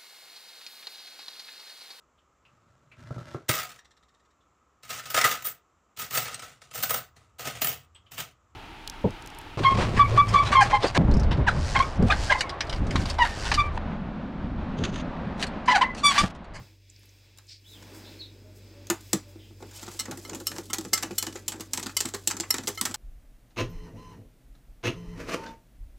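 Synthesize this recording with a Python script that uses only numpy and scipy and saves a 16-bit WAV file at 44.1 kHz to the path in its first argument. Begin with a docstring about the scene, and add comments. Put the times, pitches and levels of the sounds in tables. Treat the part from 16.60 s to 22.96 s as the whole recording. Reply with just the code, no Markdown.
"""A wire whisk beats thick batter in a glass bowl on a stone counter, close under a phone.
Noise bursts and short-lived modes make the wires' clatter; rim strikes drive ringing glass modes,
and damped low tones make the bowl's knocks on the counter. Shaped noise makes the batter's slosh
and scrape and the kitchen's murmur; a fridge hums in sines and small birds chirp outside in glides."""
import sys
import numpy as np
from scipy import signal
from scipy.fft import rfft, irfft
from scipy.io import wavfile
from scipy.ndimage import uniform_filter1d

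SR = 44100
rng = np.random.default_rng(int(sys.argv[2]) if len(sys.argv) > 2 else 0)


def master_out(mix):
    """Clip the mix to full scale and print it as 16-bit PCM to the path in sys.argv[1]."""
    frames = np.transpose(np.atleast_2d(mix))
    ceiling = np.clip(frames, -1, 1)
    pcm = np.round(ceiling * 32767).astype(np.int16)
    wavfile.write(sys.argv[1], SR, pcm)


def to_linear_factor(level_db):
    """Convert decibel levels (scalar or array-like) to linear amplitude factors."""
    exponent = np.asarray(level_db, float) / 20
    return 10 ** exponent


N = 280476
T = np.arange(N) / SR

# colour of wire clatter: pitch_hz, level_db (per Hz)
CLATTER_COLOUR = [(1800, -28), (3000, -2.5), (4500, -0.5), (6000, 1), (7500, 3), (8600, -2.5), (9400, -27)]
# colour of the clatter's top edge: pitch_hz, level_db (per Hz)
EDGE_COLOUR = [(8600, -0.5), (10500, 0.5), (13500, -1.5), (15300, -5.5), (16000, -7.5)]


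def colour(x, points):
    """Filter by (Hz, dB) points, 70 dB down outside them."""
    hz, db = np.transpose(points)
    f = np.arange(x.shape[-1] // 2 + 1) * SR / x.shape[-1] + 1
    gain = to_linear_factor(np.interp(np.log(f), np.log(hz), db, -70, -70))
    return irfft(rfft(x) * gain, x.shape[-1])


def band(x, lo_hz, hi_hz):
    """Steep band-pass."""
    return signal.sosfilt(signal.butter(3, [lo_hz, hi_hz], "band", fs=SR, output="sos"), x)


def unit(x):
    """Scale to rms 1."""
    return x / np.sqrt(np.mean(x ** 2))


def peak(x):
    """Scale to peak 1."""
    return x / np.max(np.abs(x))


def fade(t, t60):
    """Exponential decay by 60 dB in t60 seconds, never faster than 8 ms."""
    return np.exp(-np.log(1000) * t / np.maximum(t60, .008))


def walk(rate):
    """Random levels held 1 / rate s and slewed twice."""
    k = int(SR / rate)
    held = np.repeat(rng.standard_normal(N // k + 1), k)
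    return 1.7 * uniform_filter1d(uniform_filter1d(held, k), k)[:N]


def add(out, x, s):
    """Mix a short sound in at time s."""
    i = int(s * SR)
    out[i:i + len(x)] += x[:N - i]


def ring(modes, t, chance, scatter_db, detune):
    """Modes of a struck body; each contact point weights and detunes them anew."""
    hz, db, t60 = (c[:, None] for c in np.transpose(modes))
    a, b = chance[:len(modes), None], chance[-len(modes):, None]
    level = to_linear_factor(db + scatter_db * a)
    tone = np.sin(2 * np.pi * hz * (1 + detune * b) * t)
    return np.sum(level * fade(t, t60) * tone, axis=0)


def tail(x, t60, db):
    """Diffuse echo: decaying noise that loses its treble."""
    t = T[:SR // 2]
    echo = rng.standard_normal((2, len(t)))
    dull = signal.lfilter([.3], [1, -.7], echo[0])
    echo = unit(dull * fade(t, t60) + .5 * echo[1] * fade(t, 0.59 * t60))
    echo = echo * np.minimum(t / 0.0099, 1)
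    return x + to_linear_factor(db) * signal.fftconvolve(x, echo)[:N] / np.sqrt(len(t))


def kitchen_noise():
    """Coloured noise split into rumble, middle, hiss and treble, evened in level and wavering alone."""
    # colour of the kitchen: pitch_hz, level_db (per Hz)
    bed_colour = [(105, -14), (125, -12), (170, -3), (250, 0.5), (315, 3), (400, -1.5), (600, -11.5),
                  (760, -29.5), (900, -30.5), (1250, -37), (1750, -29), (2450, -20), (2950, -25),
                  (4000, -21.5), (5100, -24.5), (6000, -27.5), (8300, -41.5), (9200, -53.5), (15900, -49)]
    # steady coloured bands: centre_hz, width_hz, level_db (added to the noise already in the band)
    bands = [(318, 38, -3.5), (2630, 170, -5.5), (3400, 250, -4), (5080, 1200, -4.5)]
    # borders of the four parts: edge_hz
    edges_hz = [110, 820, 1550, 8800, 15900]
    noise = colour(rng.standard_normal(N), bed_colour)
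    noise = noise + sum(to_linear_factor(db) * band(noise, hz - width / 2, hz + width / 2) for hz, width, db in bands)
    return [to_linear_factor(0.9 * walk(8.2)) * unit(band(noise, lo, hi)) for lo, hi in zip(edges_hz, edges_hz[1:])]


def bed():
    """The kitchen's murmur: four noise bands; the treble follows the hiss and rustles now and then."""
    # background levels: time_s, rumble_db, middle_db, hiss_db
    background = [(0, -57.5, -59, -56.5), (.2, -69, -82, -67.5), (.42, -67, -76, -61.5),
                  (.64, -68.5, -72, -62.5), (.83, -67.5, -73, -67), (.97, -71.5, -82, -67),
                  (1.17, -57, -60.5, -57), (1.4, -49, -57, -54), (1.54, -51, -59.5, -55),
                  (1.7, -56.5, -67.5, -61.5), (2.2, -54.5, -65, -60.5), (2.6, -58, -66, -58),
                  (2.96, -55.5, -70.5, -64), (3.2, -61, -56, -52), (4.0, -55.5, -68.5, -64.5),
                  (6.36, -57, -63, -64)]
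    # brief rustles in the top treble: start_s, length_s, level_db
    rustles = [(.76, 0.2, -73), (1.04, 0.15, -64), (1.32, 0.1, -59), (1.936, 0.069, -64), (2.384, 0.2, -61),
               (2.666, 0.067, -68)]
    treble_below_hiss_db = -6.5
    s, low_db, middle_db, hiss_db = np.transpose(background)
    levels_db = (low_db, middle_db, hiss_db, hiss_db + treble_below_hiss_db)
    levels = [to_linear_factor(np.interp(T, s, db)) for db in levels_db]
    for start, length, db in rustles:
        add(levels[3], to_linear_factor(db) * np.hanning(int(length * SR)), start)
    return sum(level * noise for level, noise in zip(levels, kitchen_noise()))


def fridge():
    """Compressor shaft line that wavers, a line at its double and a soft rumble around the double."""
    # fridge levels: time_s, shaft_db, double_db
    hum = [(0, -63, -56.5), (1.03, -67.5, -57), (1.18, -60, -52), (1.6, -60, -51), (2.6, -58, -50),
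           (6.36, -59.5, -50.5)]
    shaft_hz = 48.7
    s, shaft_db, double_db = np.transpose(hum)
    phase = 2 * np.pi * shaft_hz * T
    shaft = to_linear_factor(np.interp(T, s, shaft_db) + 0.37 * walk(5.5)) * np.sin(phase)
    rumble = to_linear_factor(-14.5) * unit(band(rng.standard_normal(N), 78.0, 128.5))
    double = to_linear_factor(np.interp(T, s, double_db)) * (np.sin(2 * phase) + rumble)
    return np.sqrt(2) * (shaft + double)


def bowl():
    """Soft, slow pushes: a damped low tone, upper bowl modes and some wet noise."""
    # bowl and batter thumping: start_s, peak_db (low part), pitch_hz, upper_db (bowl modes, relative)
    thumps = [(0.0014, -36.5, 125, -16), (2.3, -20.5, 339, -8.5), (2.531, -16, 319, -22),
              (2.757, -37.5, 308, -22), (2.909, -43, 317, -21), (3.005, -42.5, 383, -16),
              (3.025, -35.5, 391, -8), (3.229, -39.5, 293, -8), (3.279, -33, 360, -10),
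              (3.347, -46, 347, -12), (3.406, -42, 237, -5), (3.483, -30, 312, -12), (3.522, -32, 262, -4),
              (3.574, -36.5, 346, -15), (3.652, -42, 404, -9), (3.692, -39, 410, -12),
              (3.733, -32, 318, -12), (3.808, -36, 364, -11.5), (3.932, -43, 306, -14),
              (3.986, -30.5, 357, -13), (4.099, -36.5, 239, -20), (4.13, -35.5, 384, -9),
              (4.186, -26.5, 314, -11), (4.25, -28.5, 308, -17.5), (4.326, -33, 371, -21),
              (4.437, -27.5, 296, -19), (4.508, -28.5, 360, -12.5), (4.626, -36, 410, -17),
              (4.671, -30, 323, -12.5), (4.754, -34, 389, -13), (4.88, -39, 417, -14),
              (4.942, -35, 298, -11), (4.998, -30, 326, -15), (5.134, -35.5, 257, -22),
              (5.18, -30, 287, -15), (5.26, -31.5, 264, -14), (5.404, -33, 409, -18),
              (5.451, -28.5, 252, -12), (5.539, -27, 395, -17.5), (5.675, -31.5, 318, -17),
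              (5.739, -32.5, 318, -14), (5.799, -30, 336, -16), (5.941, -28, 298, -17),
              (5.987, -31, 266, -12), (6.039, -35.5, 246, -17), (6.077, -26, 408, -14),
              (6.212, -31, 256, -14), (6.254, -36, 272, -10), (6.3, -32, 238, -17)]
    # loaded bowl on the counter: pitch_hz, level_db, t60_s
    bowl_modes = [(789, -5, 0.13), (873, 1, 0.063), (1106, -8, 0.087), (1267, -3, 0.048), (1398, -3, 0.079)]
    thump_t60_s = 0.072
    out, t = np.zeros(N), T[:6144]
    rise = 1 - np.exp(-t / 0.002)
    for s, db, hz, upper_db in thumps:
        tone = np.sin(2 * np.pi * hz * t + 2 * np.pi * rng.random())
        wet = unit(band(rng.standard_normal(len(t)), 0.41 * hz, 1.31 * hz))
        upper = to_linear_factor(upper_db) * ring(bowl_modes, t, rng.standard_normal(20), 2.5, 0.012)
        low = peak(rise * fade(t, thump_t60_s) * (tone + 0.62 * wet))
        add(out, to_linear_factor(db) * (low + upper), s)
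    return out


def clicks():
    """Short narrow-band noise ticks, faint, while the whisk is lifted."""
    # clicks: start_s, peak_db, centre_hz
    lifted = [(.299, -42, 6850), (.344, -56, 3550), (.362, -43, 4970), (.394, -54, 10500),
              (.455, -53, 11500), (.491, -47, 6000), (.868, -51, 7000)]
    t60_s, half_width = 0.027, 0.15  # half width as a share of the centre
    out, t = np.zeros(N), T[:2048]
    for s, db, hz in lifted:
        noise = band(rng.standard_normal(len(t)), hz * (1 - half_width), hz * (1 + half_width))
        add(out, to_linear_factor(db) * peak(noise * fade(t, t60_s)), s)
    return out


def clatter(t, t60, bright_hz, edge_db):
    """Burst of several wires: a sharp crack, close followers and a short tail."""
    noise = rng.standard_normal((2, len(t)))
    # one wire lands first, three weaker ones 1 to 7 ms later
    wires = np.zeros(320)
    wires[0] = 1
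    wires[rng.integers(40, 320, 3)] = .5 * rng.random(3)
    decay = 1.7 * fade(t, 0.0057) + fade(t, 0.38 * t60) + 0.2 * fade(t, 2.2 * t60)
    shape = signal.lfilter(wires, 1, decay) * np.minimum(t / 0.00023, 1)
    body = unit(colour(noise[0], CLATTER_COLOUR))
    bright = unit(band(body, 0.908 * bright_hz, 1.105 * bright_hz))
    body = unit(body + 0.41 * bright)
    return shape * (body + to_linear_factor(edge_db) * unit(colour(noise[1], EDGE_COLOUR)))


def whisk():
    """Every tick is clatter, a knock through the batter and briefly ringing wire loops."""
    # wires meeting the batter-coated glass: start_s, peak_db (clatter and loops), brightest_hz,
    # knock_db (through the batter, relative to that peak), edge_db (relative to the clatter's body)
    ticks = [(0.4324, -50, 4670, -5, -10), (0.774, -43, 7450, -16, -3), (0.7845, -38, 3900, -9, -6),
             (1.2244, -42, 7250, -2, -10), (1.3468, -40.5, 4590, -5, -6), (2.269, -33, 6510, -18, -10),
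             (2.3006, -8.5, 6960, -8.5, -4.5), (2.4079, -39.5, 7400, -17, -6),
             (2.531, -7.5, 7500, -13.5, -8.5), (3.0244, -39, 3740, -3.5, -20), (3.111, -39.5, 7070, -9, -8),
             (3.1383, -42, 6930, -11, -10), (3.1951, -31.5, 6560, -20, -14), (3.2178, -40, 7660, -11, -12),
             (3.2304, -28, 7470, -11.5, -16), (3.264, -31, 6500, -11, -16), (3.2804, -33, 3530, -3.5, -15),
             (3.3144, -39, 6480, -4, -10), (3.455, -29.5, 6640, -3.5, -13), (3.5114, -26, 3910, -5, -9),
             (3.5737, -33, 7770, -8, -5), (3.6951, -26, 6740, -10.5, -17), (3.7324, -29.5, 2660, -8, -16),
             (3.748, -25, 7000, -8, -9), (3.8006, -30.5, 7030, -11, -8), (3.9155, -28.5, 3000, 0, -9),
             (3.9625, -30, 5650, -3, -14), (3.9833, -22, 5900, -9.5, -9), (4.132, -11, 6450, -11.5, -8.5),
             (4.1413, -19.5, 4260, -7.5, -3), (4.1837, -19, 7980, -12, -9), (4.2098, -29.5, 7600, -14, -8),
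             (4.2497, -26.5, 5950, -9, -12), (4.376, -18.5, 7440, -9, -8), (4.4257, -21.5, 5460, -4, -5),
             (4.4318, -18, 2780, -8, -12), (4.5094, -32, 2640, -1.5, -13), (4.5324, -43, 7010, -5, -8),
             (4.6259, -12, 7300, -14, -7), (4.6664, -21, 2830, -7, -12), (4.726, -33.5, 5850, -8, -13),
             (4.7562, -28.5, 7000, -3, -19), (4.772, -36, 6300, -13, -6), (4.88, -15, 7070, -16.5, -5.5),
             (4.9203, -24, 7600, -8, -14), (4.936, -33.5, 7850, -4, -10), (4.9597, -35, 7610, -11, -13),
             (4.998, -33, 5920, -10, -12), (5.0063, -25, 6400, -11.5, -7.5),
             (5.134, -11.5, 7600, -13.5, -7.5), (5.174, -16.5, 7600, -10.5, -14),
             (5.197, -23, 7820, -6, -4), (5.228, -23, 6420, -12, -12), (5.2609, -20.5, 4480, -12.5, -11),
             (5.2654, -23.5, 7740, -6, -8), (5.2933, -32.5, 4370, 0.5, -12),
             (5.4044, -11, 7440, -13.5, -10), (5.454, -16.5, 7800, -11.5, -12),
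             (5.4872, -26.5, 7300, -12, -10), (5.5383, -18.5, 5840, -14, -20),
             (5.5463, -20.5, 7700, -6.5, -8), (5.674, -3.5, 7550, -23, -7.5),
             (5.7014, -22.5, 5120, -4.5, -8), (5.711, -13.5, 7970, -10.5, -12),
             (5.7677, -24, 7460, -10, -11), (5.7998, -13.5, 7500, -13.5, -14), (5.8326, -36.5, 2590, 6, -9),
             (5.9412, -15, 7340, -7.5, -9), (5.9634, -27, 5870, -15, -10), (5.9825, -18.5, 7700, -5, -13),
             (6.035, -32.5, 6040, -5, -13), (6.0722, -15, 7660, -16, -11), (6.0818, -16.5, 6340, -7, -2.5),
             (6.2119, -10, 8340, -13.5, -5), (6.2529, -14, 7740, -9.5, -7.5),
             (6.3116, -25.5, 7580, -8, -11), (6.342, -16, 7800, -10, -9)]
    # wire loops: pitch_hz, level_db, t60_s
    wire_loops = [(3600, -6, 0.08), (4500, -11, .035), (6400, -4, .04), (6690, -18, 0.031),
                  (6530, -3, 0.0071), (7440, -13, .045), (7400, 9, 0.014), (7800, -3, 0.037)]
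    typical_t60_s, t60_scatter = 0.053, .25  # scatter in natural-log units
    out, t = np.zeros(N), T[:4096]
    for (s, db, hz, knock_db, edge_db), a in zip(ticks, rng.standard_normal(len(ticks))):
        t60 = typical_t60_s * np.exp(t60_scatter * a)
        knock = band(rng.standard_normal(len(t)), 662, 2400)
        knock = knock * fade(t, 0.99 * t60) * np.minimum(t / 0.00197, 1)
        loops = to_linear_factor(-14) * ring(wire_loops, t, rng.standard_normal(40), 4, .025)
        wires = clatter(t, t60, hz, edge_db) + loops
        add(out, to_linear_factor(db) * (peak(wires) + to_linear_factor(knock_db) * peak(knock)), s)
    return out


def swish():
    """A brief raspy hiss of grainy noise, brightest near 5 kHz."""
    # swish level: time_s, level_db
    envelope = [(.875, -62), (.895, -46), (.925, -45), (.955, -52), (1.0, -64)]
    # swish colour: pitch_hz, level_db (per Hz)
    swish_colour = [(1000, -45), (1700, -22), (2310, -13.5), (2870, -16), (5010, 0), (6530, -17),
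                    (7880, -18), (9000, -25), (11700, -53), (19800, -120)]
    s, db = np.transpose(envelope)
    grainy = rng.standard_normal(N) * to_linear_factor(0.67 * walk(250))
    return to_linear_factor(np.interp(T, s, db, -120, -120)) * unit(colour(grainy, swish_colour))


def birds():
    """Gliding whistles roughened by fast pitch flutter, and faint far hoots, smeared by the yard."""
    # birds outside, one list a call: time_s, pitch_hz (before flutter), level_db
    chirps = [
        [(1.04, 2920, -64), (1.06, 3490, -55), (1.09, 3930, -54), (1.115, 3970, -52), (1.15, 3400, -52),
         (1.18, 2800, -57)],
        [(1.44, 3660, -53), (1.47, 4090, -50), (1.5, 3720, -57), (1.53, 3460, -57)],
        [(1.588, 4190, -50), (1.605, 4340, -40), (1.615, 3960, -39), (1.635, 3810, -46), (1.67, 3480, -59)],
        [(2.79, 3600, -57), (2.82, 3335, -61), (2.86, 3010, -61), (2.91, 3330, -70)],
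    ]
    # roughness of each call: 0 whistle, 1 rasp
    roughness = [.16, .3, .12, .35]
    # faint far hoots: start_s, length_s, pitch_hz, level_db
    hoots = [(1.83, .1, 620, -57), (2.12, .14, 570, -59), (2.64, .08, 580, -64)]
    yard_t60_s, yard_db = 0.24, -0.5
    out = np.zeros(N)
    for call, rough in zip(chirps, roughness):
        s, hz, db = np.transpose(call)
        pitch = np.interp(T, s, hz) * (1 + 0.23 * rough * walk(900))
        gate = np.clip(np.minimum(T - s[0], s[-1] - T) / 0.003, 0, 1)
        level = gate * to_linear_factor(np.interp(T, s, db)) * to_linear_factor(1.2 * walk(150))
        out += level * np.sin(2 * np.pi * np.cumsum(pitch) / SR)
    for s, length, hz, db in hoots:
        t = T[:int(length * SR)]
        add(out, to_linear_factor(db) * np.sin(np.pi * t / length) * np.sin(2 * np.pi * hz * t), s)
    return tail(out, yard_t60_s, yard_db)


def stirring():
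    """Batter sloshes most halfway round each circuit; wires scrape in tiny ticks that fade along it."""
    # each circuit of the whisk through the batter: start_s, slosh_db, scrape_db
    circuits = [(2.98, -51.5, -59.5), (3.13, -52, -50.5), (3.39, -42, -55.5), (3.63, -39.5, -53),
                (3.85, -40.5, -51.5), (4.08, -51, -56), (4.33, -43, -51.5), (4.58, -50.5, -57),
                (4.85, -49, -61.5), (5.12, -46, -54), (5.36, -60, -54), (5.64, -45.5, -58.5),
                (5.89, -61, -54.5), (6.15, -47.5, -54), (6.4, -45, -55)]
    slosh_dip_db, scrape_dip_db = -17, -2.5  # slosh between circuits, scrape by the circuit's end
    slosh_middle_db, scrape_top_db = -11.5, -5.5  # relative to the slosh's rumble, the scrape's body
    scrapes_per_s = 220  # on average
    s, slosh_db, scrape_db = np.transpose(circuits)
    turn = np.interp(T, s, np.arange(len(s)))
    stroke, slack = turn.astype(int), np.cos(np.pi * turn) ** 2
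    on = np.clip((T - s[0]) / 0.023, 0, 1)

    def smooth(db):
        """Level without jumps from circuit to circuit, silent before the first."""
        return on * to_linear_factor(uniform_filter1d(db, 1024))

    low, middle, _, _ = kitchen_noise()
    slosh_level = smooth(slosh_db[stroke] + slosh_dip_db * slack)
    slosh = slosh_level * (low + to_linear_factor(slosh_middle_db) * middle)
    # wires catch at random moments with random force
    force = to_linear_factor(3.5 * np.minimum(rng.exponential(size=N), 3))
    catches = (rng.random(N) < scrapes_per_s / SR) * force
    burst = signal.lfilter([1], [1, -np.exp(-1 / (0.011 * SR))], catches)
    body, top = [unit(burst * colour(rng.standard_normal(N), points))
                 for points in (CLATTER_COLOUR, EDGE_COLOUR)]
    scrape_level = smooth(scrape_db[stroke] + scrape_dip_db * (turn - stroke))
    return slosh + scrape_level * (body + to_linear_factor(scrape_top_db) * top)


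def rim():
    """Bare glass rings in split mode pairs while the wire chatters against it for a few milliseconds."""
    # whisk striking the bare rim: start_s, level_db (rms of the first moments), clatter_db,
    # tilt_db (of the modes, per octave about 5 kHz), contact_s
    rim_hits = [(3.1486, -48, 9.5, 3, 0.011), (3.391, -27.5, 9.5, 0.5, 0.012),
                (3.6498, -43.5, -10, -6.5, 0.0049), (3.8683, -24.5, 6, 3, 0.0034),
                (4.0985, -38.5, 22, -16.5, 0.004), (4.3316, -17.5, 8, 2.7, 0.005),
                (4.5802, -22.5, 5.5, 6, 0.0038), (4.8794, -34.5, 18, -3, 0.0055),
                (5.3665, -21.5, 19, -1, 0.0034), (5.904, -19.5, 6.5, 4, 0.0037),
                (6.1747, -35.5, -1, -3.5, 0.0025)]
    # rim of the bowl: pitch_hz, level_db, t60_s
    rim_modes = [(1315, -8, 0.12), (2117, 0.5, 0.066), (3047, 5, 0.069), (4184, 6.5, 0.024),
                 (5537, 6.5, 0.036), (5465, 2, 0.059), (6760, -12, 0.03), (7600, 0, 0.046), (8610, 2, 0.05),
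                 (11800, 2, 0.021), (11540, 1.5, 0.016), (12900, -5, 0.029), (14500, -12, 0.022)]
    rattle_db, rattle_t60_s = -19.5, .35  # wires shivering after the strike, relative to clatter_db
    out, t = np.zeros(N), T[:6144]
    for s, db, clatter_db, tilt_db, contact in rim_hits:
        modes = [(hz, mode_db + tilt_db * np.log2(hz / 5000), t60) for hz, mode_db, t60 in rim_modes]
        # the chatter swells quickly and dies over the contact time, in separate bumps
        u = t[:1024] / contact
        chatter = rng.standard_normal(1024) ** 3 * u ** 0.81 * np.exp(-1.7 * u)
        chatter = chatter / np.sqrt(np.sum(chatter ** 2))
        glass = ring(modes, t, rng.standard_normal(40), 2.5, .004)
        glass = glass + .6 * ring(modes, t, rng.standard_normal(40), 4, .02)
        # loose wires keep brushing the rim and break up its ring
        glass = glass * to_linear_factor(3.5 * np.repeat(rng.standard_normal(len(t) // 96), 96))
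        body = glass + to_linear_factor(clatter_db) * clatter(t, 0.022, 7730, -6.5)
        rattle = unit(colour(rng.standard_normal(len(t)) ** 3, CLATTER_COLOUR))
        rattle = rattle * fade(t, rattle_t60_s) * np.cos(np.pi / 2 * t / t[-1])
        body = body + to_linear_factor(clatter_db + rattle_db) * rattle
        strike = signal.fftconvolve(body, chatter)[:len(t)]
        # the blow's strength sets the loudness of its first moments
        add(out, to_linear_factor(db) * strike / np.std(strike[:768]), s)
    return out


def scene():
    """Everything arrives from the middle; the bowl's thumps leave a shorter room tail than the wires."""
    wires = band(tail(whisk() + rim() + clicks(), 0.2, -9), 256, 17800)
    thumps = band(tail(bowl(), 0.14, -8), 70, 7400)
    mid = wires + thumps + bed() + stirring() + fridge() + birds() + swish()
    return np.array([mid, mid])


def band_limit(x):
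    """A steep low-pass at the top of the band."""
    return signal.sosfilt(signal.butter(12, 16790, fs=SR, output="sos"), x)


def record(dry):
    """The recorder rounds the loudest peaks and cuts the top. Now and then, faint treble patches differ between
    the two channels."""
    top_cut = signal.ellip(8, .2, 70, 16300, fs=SR, output="sos")
    mid = signal.sosfilt(top_cut, np.tanh(1.326 * dry) / 1.485)
    patches = np.clip(walk(12) - .2, 0, 1.5)
    side = to_linear_factor(-11.5) * patches * walk(1500) * mid[0]
    treble = signal.butter(8, [4700, 16000], "band", fs=SR, output="sos")
    side = signal.sosfilt(treble, side)
    return band_limit(mid + side * np.array([[1], [-1]]))


dry = scene()
out = record(dry)
master_out(out)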